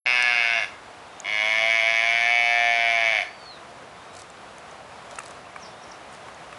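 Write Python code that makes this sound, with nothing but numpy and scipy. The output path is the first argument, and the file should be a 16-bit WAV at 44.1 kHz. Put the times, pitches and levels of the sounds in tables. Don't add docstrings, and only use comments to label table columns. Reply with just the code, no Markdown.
import sys
import numpy as np
from scipy import signal
from scipy.fft import rfft, irfft, next_fast_len
from scipy.io import wavfile
from scipy.ndimage import uniform_filter1d, map_coordinates

SR = 44100
rng = np.random.default_rng(int(sys.argv[2]) if len(sys.argv) > 2 else 0)


def wrap_up_sound(samples):
    columns = np.atleast_2d(samples).T
    tamed = np.clip(columns, -1, 1)
    steps = np.round(tamed * 32767).astype(np.int16)
    wavfile.write(sys.argv[1], SR, steps)


N = 290178

# frequency in Hz, relative level in dB.
BACKGROUND_COLOUR = [(15, -65), (25, -35), (37, -27), (54, -8), (134, -6.5), (201, -6.5), (335, -7.5),
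                     (411, -5.5), (587, -2), (757, 0), (817, -4.5), (1140, -3), (1890, -10.5), (2920, -15),
                     (11000, -29.5), (14200, -69), (22000, -120)]
# time in seconds, relative level in dB.
BACKGROUND_RISE = [(3.6, -48), (4.15, -46.5)]
# start, end and attack in seconds, blare and rasp levels in dB, blare and rasp
# sag in dB per second, release and pitch droop times in seconds, softness of the start from 0 to 1.
BAWLS = [(0.0609, 0.651, 0.00067, -20, -37.5, 5, 9.5, 0.036, .035, 0.04),
         (1.247, 3.23, 0.016, -21, -41, 0.77, 1.7, 0.02, .05, 1)]
# time in seconds, pitch in Hz.
PITCH_SHORT = [(0.06, 125), (0.31, 120.5), (0.402, 118), (0.434, 116.8), (0.53, 116.5)]
PITCH_LONG = [(1.29, 106.5), (1.4, 106.7), (1.512, 109.6), (1.76, 113.2), (1.812, 111.2), (1.904, 113.4),
              (1.986, 112.5), (2.012, 113.9), (2.316, 118.4), (2.68, 117.1), (2.946, 115), (3.03, 113.5)]
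HOARSE_HELD = [.24, .15]
# time in seconds, opening from 0 to 1.
MOUTH_OPENING = [(.05, 0.69), (.45, 0.67), (.64, 0.2), (1.25, 0), (2.38, 1), (3.22, 0.75)]
# nominal centre and width in Hz,
# relative level in dB with the mouth narrow, then with it wide.
THROAT_SHORT = [(708, 99, 0.5, -11), (1120, 1070, -18, -16), (1565, 220, -36, -6.5), (1695, 59, -1.5, 1.5),
                (2178, 174, 0.5, 4.5), (2555, 340, -10.5, 1), (2790, 130, -2.5, -7.5),
                (3520, 460, -11, -16.5), (4230, 190, -30, -12), (4950, 480, -13, -12.5),
                (5670, 190, -9.5, -35), (6220, 470, -18.5, -35), (9370, 1150, -34.5, -34.5)]
THROAT_LONG = [(692, 78, -2, 10), (1050, 260, -11, -19.5), (1600, 180, -70, -32), (1769, 214, -11, -8),
               (2015, 120, -49, -10.5), (2228, 275, 3, 1), (2580, 120, -9, -8.5), (2955, 158, -6, -10.5),
               (3400, 390, -9, -14.5), (4435, 400, -22, -17.5), (4810, 360, -46, -18.5),
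               (5180, 108, -21, -16), (5720, 560, -32.5, -22.5), (6220, 290, -30, -21.5),
               (5300, 1000, -35, -53), (8740, 700, -59, -38), (9880, 730, -47, -35)]
# time in seconds, level in dB before the throb.
BOOM_RIDE = [(.06, -38), (.48, -37.5), (.57, -31.5), (.65, -42), (1.25, -42.5), (1.62, -30.5), (2.0, -33),
             (2.36, -30), (2.72, -25.5), (3.03, -28.5), (3.23, -34)]
# frequency in Hz, gain in dB.
ECHO_COLOUR = [(300, -14), (700, 0.5), (1700, 13), (2250, 2.5), (3000, 5), (6000, 11.5), (10000, 14)]
# start in seconds, relative peak in dB, ring pitch in Hz, crispness in dB.
CASE_TICKS = [(0.2252, -19, 5600, -16.5), (1.202, -23, 6750, -35), (4.18, -42, 7800, -18),
              (4.3017, -36.5, 7550, -25), (4.5835, -34.5, 6360, -9), (4.7122, -41, 6350, -23),
              (5.1902, -20, 8300, -14), (5.256, -37, 10100, -12), (5.2816, -37, 8140, -19),
              (5.3073, -37, 6500, -14), (6.127, -38.5, 8370, -16), (6.346, -40, 6670, -24)]
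# start in seconds, relative peak in dB, ring pitch in Hz.
HAND_BUMPS = [(5.186, -18, 1280), (5.202, -25, 1160), (5.37, -32, 775), (5.561, -22.5, 1094),
              (6.284, -27.5, 1100), (6.527, -25.5, 1224)]
# ratio to the ring pitch, relative level in dB, time to fall 60 dB in cycles of the ring pitch.
CASE_MODES = [(1.02, 11.5, 16.3), (1.45, 12.5, 9.2), (2.08, 1.5, 27.6), (0.79, 2, 20)]
# centre and half length in seconds, level in dB.
FINGER_RUBS = [(4.18, .03, -48), (4.277, 0.063, -64), (5.118, .025, -52.5), (5.265, 0.061, -53),
               (6.126, 0.018, -54.5), (6.483, 0.028, -63)]
# start and length in seconds, first, middle and last pitch in Hz,
# level at the accent in dB, place of the accent from 0 to 1, buzz depth in Hz.
BIRD_NOTES = [(3.205, .373, 4022, 4570, 3560, -46, .78, 8), (5.434, .07, 2070, 2850, 2820, -52, 0.33, 8),
              (5.606, .046, 6270, 5750, 4860, -44, 0.6, 8),
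              (5.649, 0.066, 5000, 5160, 5600, -47.5, 0.2, 470),
              (5.819, 0.023, 5100, 5770, 5500, -47, 0.95, 8), (5.893, .011, 6300, 5750, 5200, -54, .6, 8),
              (5.913, 0.012, 6700, 5700, 4850, -41, 0.5, 8)]

SCOOP, SCOOP_S = .17, .018
SWELL_DB, RASP_SWELL_DB, SWELL_S = 7.5, 8, .16
DROOP, RELEASE_DB, RASP_RELEASE_DB = .245, 9.5, 5.5
HOARSE_START, HOARSE_START_S, HOARSE_END, HOARSE_END_S = .56, .35, 1.4, .075


def amp(db):
    return 10 ** (np.asarray(db) / 20)


def unit(x):
    return x / np.sqrt(np.mean(x ** 2) + 1e-20)


def clock():
    return np.arange(N) / SR


def ride(points):
    return np.interp(clock(), *np.transpose(points))


def gate(start, end, rise, fall):
    return np.clip(1 + np.minimum((clock() - start) / rise, (end - clock()) / fall), 0, 1)


def fading(elapsed, life):
    return np.exp(-np.maximum(elapsed, 0) / life)


def swell(centre, half_length):
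    return np.exp(-((clock() - centre) / half_length) ** 2 / 2)


def wobble(rate):
    return map_coordinates(rng.standard_normal(int(N * rate / SR) + 4), [clock() * rate])


def filtered(x, response):
    size = next_fast_len(N + SR // 2)
    return irfft(rfft(x, size) * response(np.fft.rfftfreq(size, 1 / SR)), size)[:N]


def equalise(x, colour):
    points_hz, db = np.transpose(colour)
    return filtered(x, lambda hz: amp(np.interp(np.log(hz + 1), np.log(points_hz + 1), db)))


def noise(colour):
    return unit(equalise(rng.standard_normal(N), colour))


def ring(x, gain, size=4096):
    cepstrum = irfft(np.log(gain + 1e-6))
    cepstrum[1:size // 2] *= 2
    cepstrum[size // 2 + 1:] = 0
    return signal.oaconvolve(x, irfft(np.exp(rfft(cepstrum))))[:N]


def background():
    hush = noise(BACKGROUND_COLOUR)
    hush *= amp(ride(BACKGROUND_RISE) + 2.5 + .091 * wobble(1.6) + .7 * wobble(14))
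    leaves = noise([(200, -45), (700, 2.5), (1200, -6), (2500, -9), (9000, -30)])
    return hush + leaves * amp(-49.5 + 1.4 * wobble(7.6))


def far_birds():
    hz = 3600 + 220 * wobble(7) + 50 * wobble(60)
    notes = np.clip(wobble(8.2), 0, 1)
    return amp(-60) * notes * np.sin(2 * np.pi * np.cumsum(hz) / SR)


def vocal_folds(start, pitch, hoarse, jitter_s=.000025, shimmer_db=1.1, breath=.4, puff_cycles=.4):
    cycles = np.cumsum(pitch) / SR
    cycles -= cycles[round(start * SR)] % 1
    closures = np.interp(np.arange(1, int(cycles[-1])), cycles, np.arange(N))
    uneven = rng.standard_normal((len(closures), 2)) * hoarse[closures.astype(int), None]
    closures += jitter_s * SR * uneven[:, 0]
    taps = closures.astype(int)[:, None] + np.arange(-8, 9)
    offset = taps - closures[:, None]
    clicks = np.sinc(offset) * np.sinc(offset / 9) * amp(shimmer_db * uneven[:, 1:])
    pulses = np.bincount(np.clip(taps, 0, N - 1).ravel(), clicks.ravel(), N)
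    pulses = filtered(pulses, lambda hz: np.exp(-6j * np.arctan(hz / 2200)))
    hiss = noise([(700, -22), (2300, -20), (3200, -8), (4500, 0), (9000, 7)])
    puffs = unit(hiss * np.exp(-(cycles % 1) / puff_cycles))
    return unit(pulses) + breath * (1 + 3 * hoarse) * puffs


def throat(source, resonances, skirt=1.617, stretch=.018):
    hz = np.fft.rfftfreq(4096, 1 / SR)
    centre, width, narrow_db, wide_db = np.transpose(resonances)[:, :, None]
    low_cut = 1 - 1 / (1 + (hz / 470) ** 8)
    chest = amp(-29) ** 2 / (1 + ((hz - 235) / 45) ** 4)

    def vowel(db, shift, damping):
        detuning = (hz - centre * (1 + shift)) / (damping * width / 2)
        power = np.sum(amp(db) ** 2 * (1 + detuning ** 2) ** -skirt, axis=0)
        return ring(source, np.sqrt(power * low_cut + chest))

    narrow = vowel(narrow_db, -stretch, damping=.7)
    wide = vowel(wide_db, stretch / 2, damping=.96)
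    opening = ride(MOUTH_OPENING)
    return (1 - opening) * narrow + opening * wide


def levelled(x):
    power = uniform_filter1d(uniform_filter1d(x ** 2, size=2200), size=2200)
    return x / np.sqrt(np.abs(power) + 1e-9)


def registers(voice, boom_db, blare_db, rasp_db):
    boom = filtered(voice, lambda hz: 1 / (1 + (hz / 950) ** 12))
    rasp = filtered(voice, lambda hz: 1 - 1 / (1 + (hz / 4050) ** 24))
    blare = voice - boom - rasp
    return amp(boom_db) * levelled(boom) + amp(blare_db) * levelled(blare) + amp(rasp_db) * levelled(rasp)


def bawl(row, held_pitch, hoarse_held, resonances):
    start, end, attack, blare_db, rasp_db, blare_sag, rasp_sag, release, droop_s, soft = row
    age, left = np.clip(clock(), start, end) - start, end - clock()
    pitch = ride(held_pitch) * (1 - soft * SCOOP * fading(age, SCOOP_S))
    pitch *= 1 - DROOP * fading(left, droop_s)
    hoarse = hoarse_held + soft * HOARSE_START * fading(age, HOARSE_START_S)
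    hoarse += HOARSE_END * fading(left, HOARSE_END_S)
    voice = throat(vocal_folds(start, pitch, hoarse), resonances)
    starting, ending = soft * fading(age, SWELL_S), fading(left, release)
    voice = registers(voice, ride(BOOM_RIDE) + throb(),
                      blare_db - blare_sag * age - SWELL_DB * starting - RELEASE_DB * ending,
                      rasp_db - rasp_sag * age - RASP_SWELL_DB * starting - RASP_RELEASE_DB * ending)
    onset = 1 - fading(age + attack / 2, attack)
    return -voice * onset * gate(start, end, rise=.003, fall=.016)


def ground_bounce(x, delay_s=.0022, sway_s=.00003):
    lag = delay_s + sway_s * wobble(4)
    return amp(-21) * map_coordinates(x, [(clock() - lag) * SR], order=3)


def bushes(x, t60, delay_s, dull_hz=20000):
    hz, t, scatter = signal.stft(rng.standard_normal(SR // 2), SR, nperseg=256)
    decay = amp(-60 * t * (1 + hz[:, None] / dull_hz) / t60)
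    tail = signal.istft(scatter * decay, SR, nperseg=256)[1]
    return signal.fftconvolve(np.pad(x, (int(delay_s * SR), 0)), tail / np.linalg.norm(tail))[:N]


def case_tick(t, hz, crisp_db):
    band = signal.butter(2, [5500, 11000], "band", fs=SR, output="sos")
    crack = signal.sosfilt(band, rng.standard_normal(len(t))) * amp(-60 * t / .0077)
    ping = np.sin(2 * np.pi * hz * t) * amp(-60 * t / .005)
    return (amp(crisp_db + 9) * crack + .5 * ping) * (1 - np.exp(-t / .00014))


def hits(sound, rows, trim_db):
    track, t = np.zeros(N + SR), np.arange(SR // 10) / SR
    for start, db, *tone in rows:
        hit = sound(t, *tone)
        track[round(start * SR):][:len(t)] += amp(db + trim_db) * hit / np.abs(hit).max()
    return track[:N]


def throb(centre_s=1.656, spread_s=.44, period_s=.207, depth_db=3.5):
    t = clock() - centre_s
    return depth_db * np.cos(2 * np.pi * t / period_s) * np.exp(-(t / spread_s) ** 2)


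def whistle(start, length, first_hz, middle_hz, last_hz, db, accent, buzz_depth_hz):
    flatness, accent_db, accent_width, buzz_rate_hz = 2.3, 12, .18, 124
    progress = np.clip((clock() - start) / length, 0, 1)
    arch = 1 - np.abs(2 * progress - 1) ** flatness
    hz = first_hz + (last_hz - first_hz) * progress + (middle_hz - (first_hz + last_hz) / 2) * arch
    hz += buzz_depth_hz * np.sin(2 * np.pi * buzz_rate_hz * clock())
    level = amp(db - accent_db * (1 - np.exp(-((progress - accent) / accent_width) ** 2)))
    level *= gate(start, start + length, rise=.003, fall=.0024)
    return np.sqrt(2) * level * np.sin(2 * np.pi * np.cumsum(hz) / SR)


def near_birds():
    scratch = amp(1.6 * wobble(300))
    return sum(whistle(*note) for note in BIRD_NOTES) * scratch


def finger_rubs():
    pressure = sum(amp(db) * swell(centre, half_length) for centre, half_length, db in FINGER_RUBS)
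    friction = noise([(1000, -23), (4000, -3), (8000, -4), (11000, -11)])
    return pressure * unit(friction * amp(7.6 * wobble(500)))


def palm_thud():
    body = noise([(200, -33), (550, 0), (750, 0), (1500, -18), (5000, -53)])
    return amp(-40.5) * body * swell(centre=5.134, half_length=.0064)


def hand_bump(t, hz):
    knock = sum(amp(db - 60 * t * hz / cycles) * np.sin(2 * np.pi * hz * ratio * t)
                for ratio, db, cycles in CASE_MODES)
    scuff = .66 * rng.standard_normal(len(t)) * amp(-60 * t / .013)
    return (knock + scuff) * (1 - np.exp(-t / .0011))


def scene():
    calf = sum(bawl(*call) for call in
               zip(BAWLS, [PITCH_SHORT, PITCH_LONG], HOARSE_HELD, [THROAT_SHORT, THROAT_LONG]))
    ground = ground_bounce(calf)
    echo = equalise(amp(-15) * bushes(calf, t60=.43, delay_s=.008), ECHO_COLOUR)
    song = near_birds() + far_birds()
    song += amp(-8) * bushes(song, t60=.33, delay_s=.01)
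    handling = hits(case_tick, CASE_TICKS, trim_db=.5) + hits(hand_bump, HAND_BUMPS, trim_db=-1.5)
    handling += finger_rubs() + palm_thud()
    return (calf + ground + echo + song + handling + background())[None]


def record(dry):
    start_s, top_hz = .055, 11050
    return filtered(dry[0] * (clock() > start_s), lambda hz: hz < top_hz)[None]


dry = scene()
out = record(dry)
wrap_up_sound(out)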